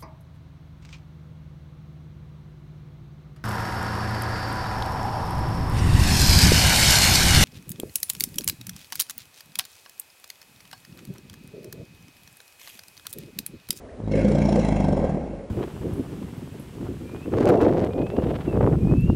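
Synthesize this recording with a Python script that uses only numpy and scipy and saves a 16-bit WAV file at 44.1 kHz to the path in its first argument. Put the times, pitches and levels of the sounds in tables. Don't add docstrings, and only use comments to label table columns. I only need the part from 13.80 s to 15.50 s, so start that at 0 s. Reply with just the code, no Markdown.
import sys
import numpy as np
from scipy import signal
from scipy.fft import rfft, irfft
from scipy.io import wavfile
from scipy.ndimage import uniform_filter1d

SR = 44100
rng = np.random.default_rng(int(sys.argv[2]) if len(sys.argv) > 2 else 0)


def wav_record(signal):
    frames = np.transpose(np.atleast_2d(signal))
    bounded = np.clip(frames, -1, 1)
    quanta = np.round(bounded * 32767).astype(np.int16)
    wavfile.write(sys.argv[1], SR, quanta)


N = 74970
T = np.arange(N) / SR
RATTLE_LAG = 0.26

# t/s, throat level/dB, mouth level/dB
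EFFORT = [(.2, -40.5, -48), (.24, -35, -52), (.275, -32, -51.5), (.305, -27, -35), (.335, -20.5, -30),
          (.42, -24, -24.5), (.45, -22.5, -33), (.56, -23, -24.5), (.65, -21.5, -34), (.77, -25, -25),
          (.84, -26, -37.5), (.93, -22.5, -35), (1.09, -23, -29), (1.13, -22.5, -31.5), (1.23, -22, -28),
          (1.35, -22.5, -31), (1.41, -45.5, -40.5), (1.47, -33.5, -35.5), (1.57, -32.5, -40.5),
          (1.61, -39.5, -54)]
# t/s, bias (+1 even, -1 odd)
ALTERNATION = [(.2, 0.53), (.33, 0.91), (.41, -0.31), (.44, -1.01), (.6, -0.95), (.79, -1.03), (.85, 0.87),
               (.93, 1), (1.15, 1), (1.23, -0.63), (1.4, -0.2)]
# t/s, relative level/dB
ROUGHNESS = [(.2, -20), (.3, 0.5), (.34, -1), (1.22, 1), (1.31, -9), (1.42, -6.5)]
# t/s, relative level/dB
OPENING = [(.2, -13), (.28, 4), (.335, -28), (.45, -8.5), (.53, -12), (.64, 0.5), (.77, -6.5), (.86, 6.5),
           (1.1, -3.5), (1.3, -4), (1.6, -5.5)]


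def slaps(cycles, jitter_s=0.00021, shimmer_db=0.4):
    closures = np.flatnonzero(np.diff(np.ceil(cycles)) > 0)
    timing, strength = rng.standard_normal((len(closures), 2)).T
    closures += np.round(timing * jitter_s * SR).astype(int)
    pulses = np.zeros(N)
    pulses[np.clip(closures, 0, N - 1)] = amp(shimmer_db * strength)
    return unit(pulses)


def throat(cycles, pulses, parting_s=0.00288, parting_db=-10.5):
    # f/Hz, gain/dB
    response = [(15, -41.5), (50, -9.5), (82, 2), (115, -7), (150, 0.5), (200, 2), (245, 1), (320, -1),
                (450, -10.5), (700, -27), (1200, -47.5), (3000, -64)]
    # f/Hz, bandwidth/Hz, gain/dB
    resonances = [(204, 26, 5.5)]
    parting = -amp(parting_db) * np.interp(T + parting_s, T, pulses)
    gargle = amp(curve(ROUGHNESS) - 8) * rng.standard_normal(N)
    drive = (pulses + parting + gargle) * alternate(cycles, depth_db=6)
    drive *= envelope(EFFORT, column=1) / np.std(colour(drive, response, resonances))
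    return amp(-0.5) * colour(drive, response, resonances)


def knocks():
    # t/s, peak level/dB
    strikes = [(.2025, -23), (.219, -28), (.2762, -20), (.2955, -24), (1.2415, -16), (1.294, -15),
               (1.3725, -19), (1.429, -23)]
    # f/Hz, gain/dB
    response = [(50, -20), (150, 0), (500, 0), (750, -10), (1100, -20), (1500, -38), (4000, -56),
                (10000, -76)]
    out = np.zeros(N)
    for start, db in strikes:
        knock = colour(signal.unit_impulse(N, round(start * SR)), response)
        out += amp(db) * knock / abs(knock).max()
    return out


def mouth(cycles, pulses, flutter_per_s=360):
    # f/Hz, gain/dB
    shut = [(20, -66.5), (200, -7.5), (330, 6.5), (440, -0.5), (530, 4.5), (620, -4), (760, -13),
            (1200, -28.5), (3000, -65.5)]
    # f/Hz, gain/dB
    opened = [(200, -33.5), (500, -42), (610, 1), (700, -0.5), (790, -9.5), (870, -3.5), (1020, -11.5),
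              (1300, -28), (2500, -52.5), (6000, -60.5)]
    flaps = (rng.random(N) < flutter_per_s / SR) * rng.choice([-1, 1], N)
    flutter = amp(3 + curve(ROUGHNESS)) * unit(flaps * pulsate(cycles, depth_db=7.5, lag=RATTLE_LAG))
    drive = (pulses + flutter) * alternate(cycles, depth_db=3, lag=RATTLE_LAG)
    drive *= envelope(EFFORT, column=2) / np.std(colour(drive, shut))
    return colour(drive, shut) + colour(drive * amp(curve(OPENING)), opened)


def gulps(cycles, base_hz=520, rise_hz=400, wander_hz=60, lead_cycles=0.12):
    position = (cycles + lead_cycles) % 1
    hz = base_hz + rise_hz * position + wander_hz * wobble(samples=200)
    swell = np.sin(np.pi * position) ** 2 * alternate(cycles, depth_db=6, lag=RATTLE_LAG)
    ring = unit(swell * np.sin(2 * np.pi * np.cumsum(hz) / SR))
    return amp(curve(OPENING) - 5) * envelope(EFFORT, column=2) * ring


def catches(wander_hz=22, rough_db=1.5):
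    # t/s, duration/s, f/Hz, level/dB
    swells = [(.333, 0.019, 525, -19.5), (.372, 0.023, 515, -19), (0.446, .022, 516, -19),
              (0.491, 0.023, 520, -23.5), (0.499, 0.034, 415, -23), (0.549, 0.021, 545, -20),
              (0.581, 0.042, 525, -29.5), (0.681, 0.02, 665, -21), (0.768, 0.04, 516.3, -19),
              (1.236, .022, 515, -23), (1.519, 0.061, 550, -37), (1.577, 0.09, 558, -41.5)]
    drift = np.cumsum(wander_hz * wobble(samples=150)) / SR
    rough = unit(amp(rough_db * wobble(samples=100)))
    out = np.zeros(N)
    for start, duration, hz, db in swells:
        swell = np.sin(np.pi * np.clip((T - start) / duration, 0, 1))
        out += amp(db) * swell * rough * unit(np.sin(2 * np.pi * (hz * T + drift)))
    return out


def chest(cycles, fundamental_lag=0.5, octave_lag=0.363):
    # t/s, fundamental level/dB, octave level/dB
    hum = [(.19, -62, -45), (.225, -48, -33), (.25, -35, -32), (.36, -30, -31), (.48, -27.5, -35),
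           (.57, -29, -33), (.72, -27.5, -34), (.97, -27.5, -39), (1.08, -30, -36), (1.19, -30, -30),
           (1.28, -37, -27.5), (1.36, -39, -30), (1.45, -49, -38), (1.57, -60, -39), (1.61, -62, -48)]
    fundamental = envelope(hum, column=1) * unit(np.cos(2 * np.pi * (cycles - fundamental_lag)))
    octave = envelope(hum, column=2) * unit(np.cos(2 * np.pi * 2 * (cycles - octave_lag)))
    return -amp(-0.53) * (fundamental + octave)


def drone(cycles):
    # t/s, lower level/dB, upper level/dB
    partials = [(.4, -52, -57), (.46, -46, -19), (.55, -24.5, -34), (.66, -33.5, -26), (.77, -33.5, -35),
                (.84, -34, -38), (1.0, -59, -51), (1.15, -63, -49), (1.25, -55, -56)]
    lower = envelope(partials, column=1) * unit(np.cos(2 * np.pi * 2.5 * cycles))
    upper = envelope(partials, column=2) * unit(np.cos(2 * np.pi * 3.5 * cycles))
    return curve(ALTERNATION) * (lower + upper)


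def air(cycles, lag=0.23, grain_db=1):
    # t/s, rasp level/dB, hiss level/dB
    flow = [(.2, -76, -91), (.305, -51, -60.5), (.33, -39, -53), (.39, -36, -50.5), (.47, -42, -51.5),
            (.6, -40, -51.5), (.75, -38, -49), (.93, -40.5, -51.5), (1.1, -45.5, -55), (1.29, -44.5, -58.5),
            (1.37, -53, -66.5), (1.6, -57, -75)]
    # f/Hz, relative level/dB
    rasp_spectrum = [(600, -4), (1250, -18.5), (1550, -6), (1780, -11.5), (2000, -7), (2170, -5.5),
                     (2500, -13), (2720, -12), (3000, -22.5), (3280, -23.5), (3700, -34.5), (8000, -39.5)]
    # f/Hz, relative level/dB
    hiss_spectrum = [(1500, -55.5), (3000, -0.5), (3300, 4), (3650, -4.5), (4000, 5), (4400, -2.5),
                     (5100, -2.5), (5350, 4), (6300, -3), (7100, -1), (8400, -10), (9300, -4), (10200, -14),
                     (11500, -17.5)]
    # f/Hz, bandwidth/Hz, gain/dB
    resonances = [(1577, 35, 6), (2165, 55, 6.5), (2719, 35, 6), (3300, 70, 3), (5295, 55, 5)]
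    puffs = pulsate(cycles, depth_db=2.5, lag=lag) * amp(grain_db * wobble(samples=60))
    rasp, hiss = rng.standard_normal((2, N)) * puffs
    rasp = mottle(rasp) * alternate(cycles, depth_db=3, lag=lag)
    hiss = mottle(hiss) * alternate(cycles, depth_db=6.5, lag=lag)
    rasp = unit(colour(rasp, rasp_spectrum, resonances)) * envelope(flow, column=1)
    hiss = unit(colour(hiss, hiss_spectrum, resonances)) * envelope(flow, column=2)
    return amp(-1.5) * rasp + amp(0.8) * hiss


def bubbles():
    # t/s, duration/s, f/Hz, rise/(Hz/s), peak level/dB
    chirps = [(0.084, 0.018, 1320, 50012, -51), (.1, 0.0083, 2400, 9004, -60),
              (0.24, 0.013, 3820, 9014, -60), (0.262, 0.0079, 3850, 8, -56),
              (.274, 0.0077, 3810, 20, -57.5), (.332, .012, 2140, 5, -39),
              (.41, 0.026, 1436, 1994.5, -42.5)]
    out = np.zeros(N)
    for start, duration, hz, rise, db in chirps:
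        t = np.clip(T - start, 0, duration)
        out += amp(db) * np.sin(np.pi * t / duration) * np.sin(2 * np.pi * (hz + rise * t / 2) * t)
    return out


def rock_walls(x, reflections_per_s=2000, gap_s=0.006):
    # f/Hz, T60/s
    t60 = [(60, 0.86), (250, 0.67), (600, 0.9), (2000, 0.6), (9000, 0.3)]
    reflections = rng.standard_normal(SR) * (rng.random(SR) < reflections_per_s / SR) * (T[:SR] > gap_s)
    hz, t, bands = signal.stft(reflections, SR, nperseg=512)
    decay = amp(-60 * t / spectrum(t60, hz)[:, None])
    tail = signal.istft(bands * decay, SR)[1]
    return signal.fftconvolve(x, tail / np.linalg.norm(tail))[:N]


def hall():
    # f/Hz, relative level/dB
    density = [(15, -35.5), (50, -0.5), (100, -5.5), (160, -12.5), (245, 0.5), (330, -8.5), (410, -4),
               (560, -6), (680, -10), (790, -18), (1250, -23), (2200, -29.5), (3000, -34), (5500, -40),
               (10300, -43.5), (11500, -54)]
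    gain = amp(spectrum(density, np.fft.rfftfreq(N, 1 / SR)))
    return amp(-42) * unit(irfft(rfft(rng.standard_normal(N)) * gain, N))


def alternate(cycles, depth_db, lag=0):
    depth = depth_db * curve(ALTERNATION)
    return amp(depth * np.cos(np.pi * (cycles - lag))) / np.sqrt((amp(depth) + amp(-depth)) / 2)


def pulsate(cycles, depth_db, lag):
    return unit(amp(depth_db * np.cos(2 * np.pi * (cycles - lag))))


def mottle(x, depth_db=3):
    bands = signal.stft(x, nperseg=512)[2]
    patches = uniform_filter1d(rng.standard_normal(bands.shape), size=6, axis=0)
    patches = unit(uniform_filter1d(patches, size=7, axis=1))
    return signal.istft(bands * amp(depth_db * patches))[1][:N]


def wobble(samples):
    return unit(uniform_filter1d(uniform_filter1d(rng.standard_normal(N), samples), samples))


def colour(x, response, resonances=()):
    hz = abs(np.fft.fftfreq(8192, 1 / SR))
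    peaks = sum(db / (1 + (2 * (hz - centre) / width) ** 2) for centre, width, db in resonances)
    log_gain = np.log(amp(spectrum(response, hz) + peaks))
    kernel = np.fft.ifft(np.exp(signal.hilbert(log_gain).conj())).real
    return signal.fftconvolve(x, kernel[:len(hz) // 2])[:N]


def envelope(table, column, rise_s=0.006, fade_s=0.037):
    before, after = np.maximum(table[0][0] - T, 0), np.maximum(T - table[-1][0], 0)
    return amp(curve(table, column)) * np.exp(-before / rise_s - after / fade_s)


def curve(table, column=1):
    rows = np.array(table)
    return np.interp(T, rows[:, 0], rows[:, column])


def spectrum(table, hz):
    f, value = np.transpose(table)
    return np.interp(np.log(hz + 1), np.log(f + 1), value)


def amp(db):
    return 10 ** (np.asarray(db) / 20)


def unit(x):
    return x / np.sqrt(np.mean(x ** 2) + 1e-20)


def scene(first_slap_s=0.2015):
    # t/s, f/Hz
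    slap_rate = [(.2, 54.5), (.34, 50.63), (.48, 58.31), (.58, 58.56), (.72, 57.34), (.84, 54.89),
                 (.98, 49.83), (1.12, 47.67), (1.22, 39.06), (1.36, 38.52), (1.46, 29.3), (1.6, 20.76)]
    cycles = np.cumsum(curve(slap_rate)) / SR
    cycles -= np.interp(first_slap_s, T, cycles)
    pulses = slaps(cycles)
    thump = throat(cycles, pulses) + knocks()
    rattle = mouth(cycles, pulses) + gulps(cycles)
    fizz = air(cycles) + bubbles()
    echo = rock_walls(amp(-7) * (thump + rattle) + amp(-6.5) * fizz)
    return (thump + rattle + catches() + chest(cycles) + drone(cycles) + fizz + echo + hall())[None]


def record(dry, cutoff_hz=10700):
    lowpass = signal.firwin(201, cutoff_hz, window=("kaiser", 8), fs=SR)
    return signal.oaconvolve(dry, lowpass[None], "same")


dry = scene()
out = record(dry)
wav_record(out)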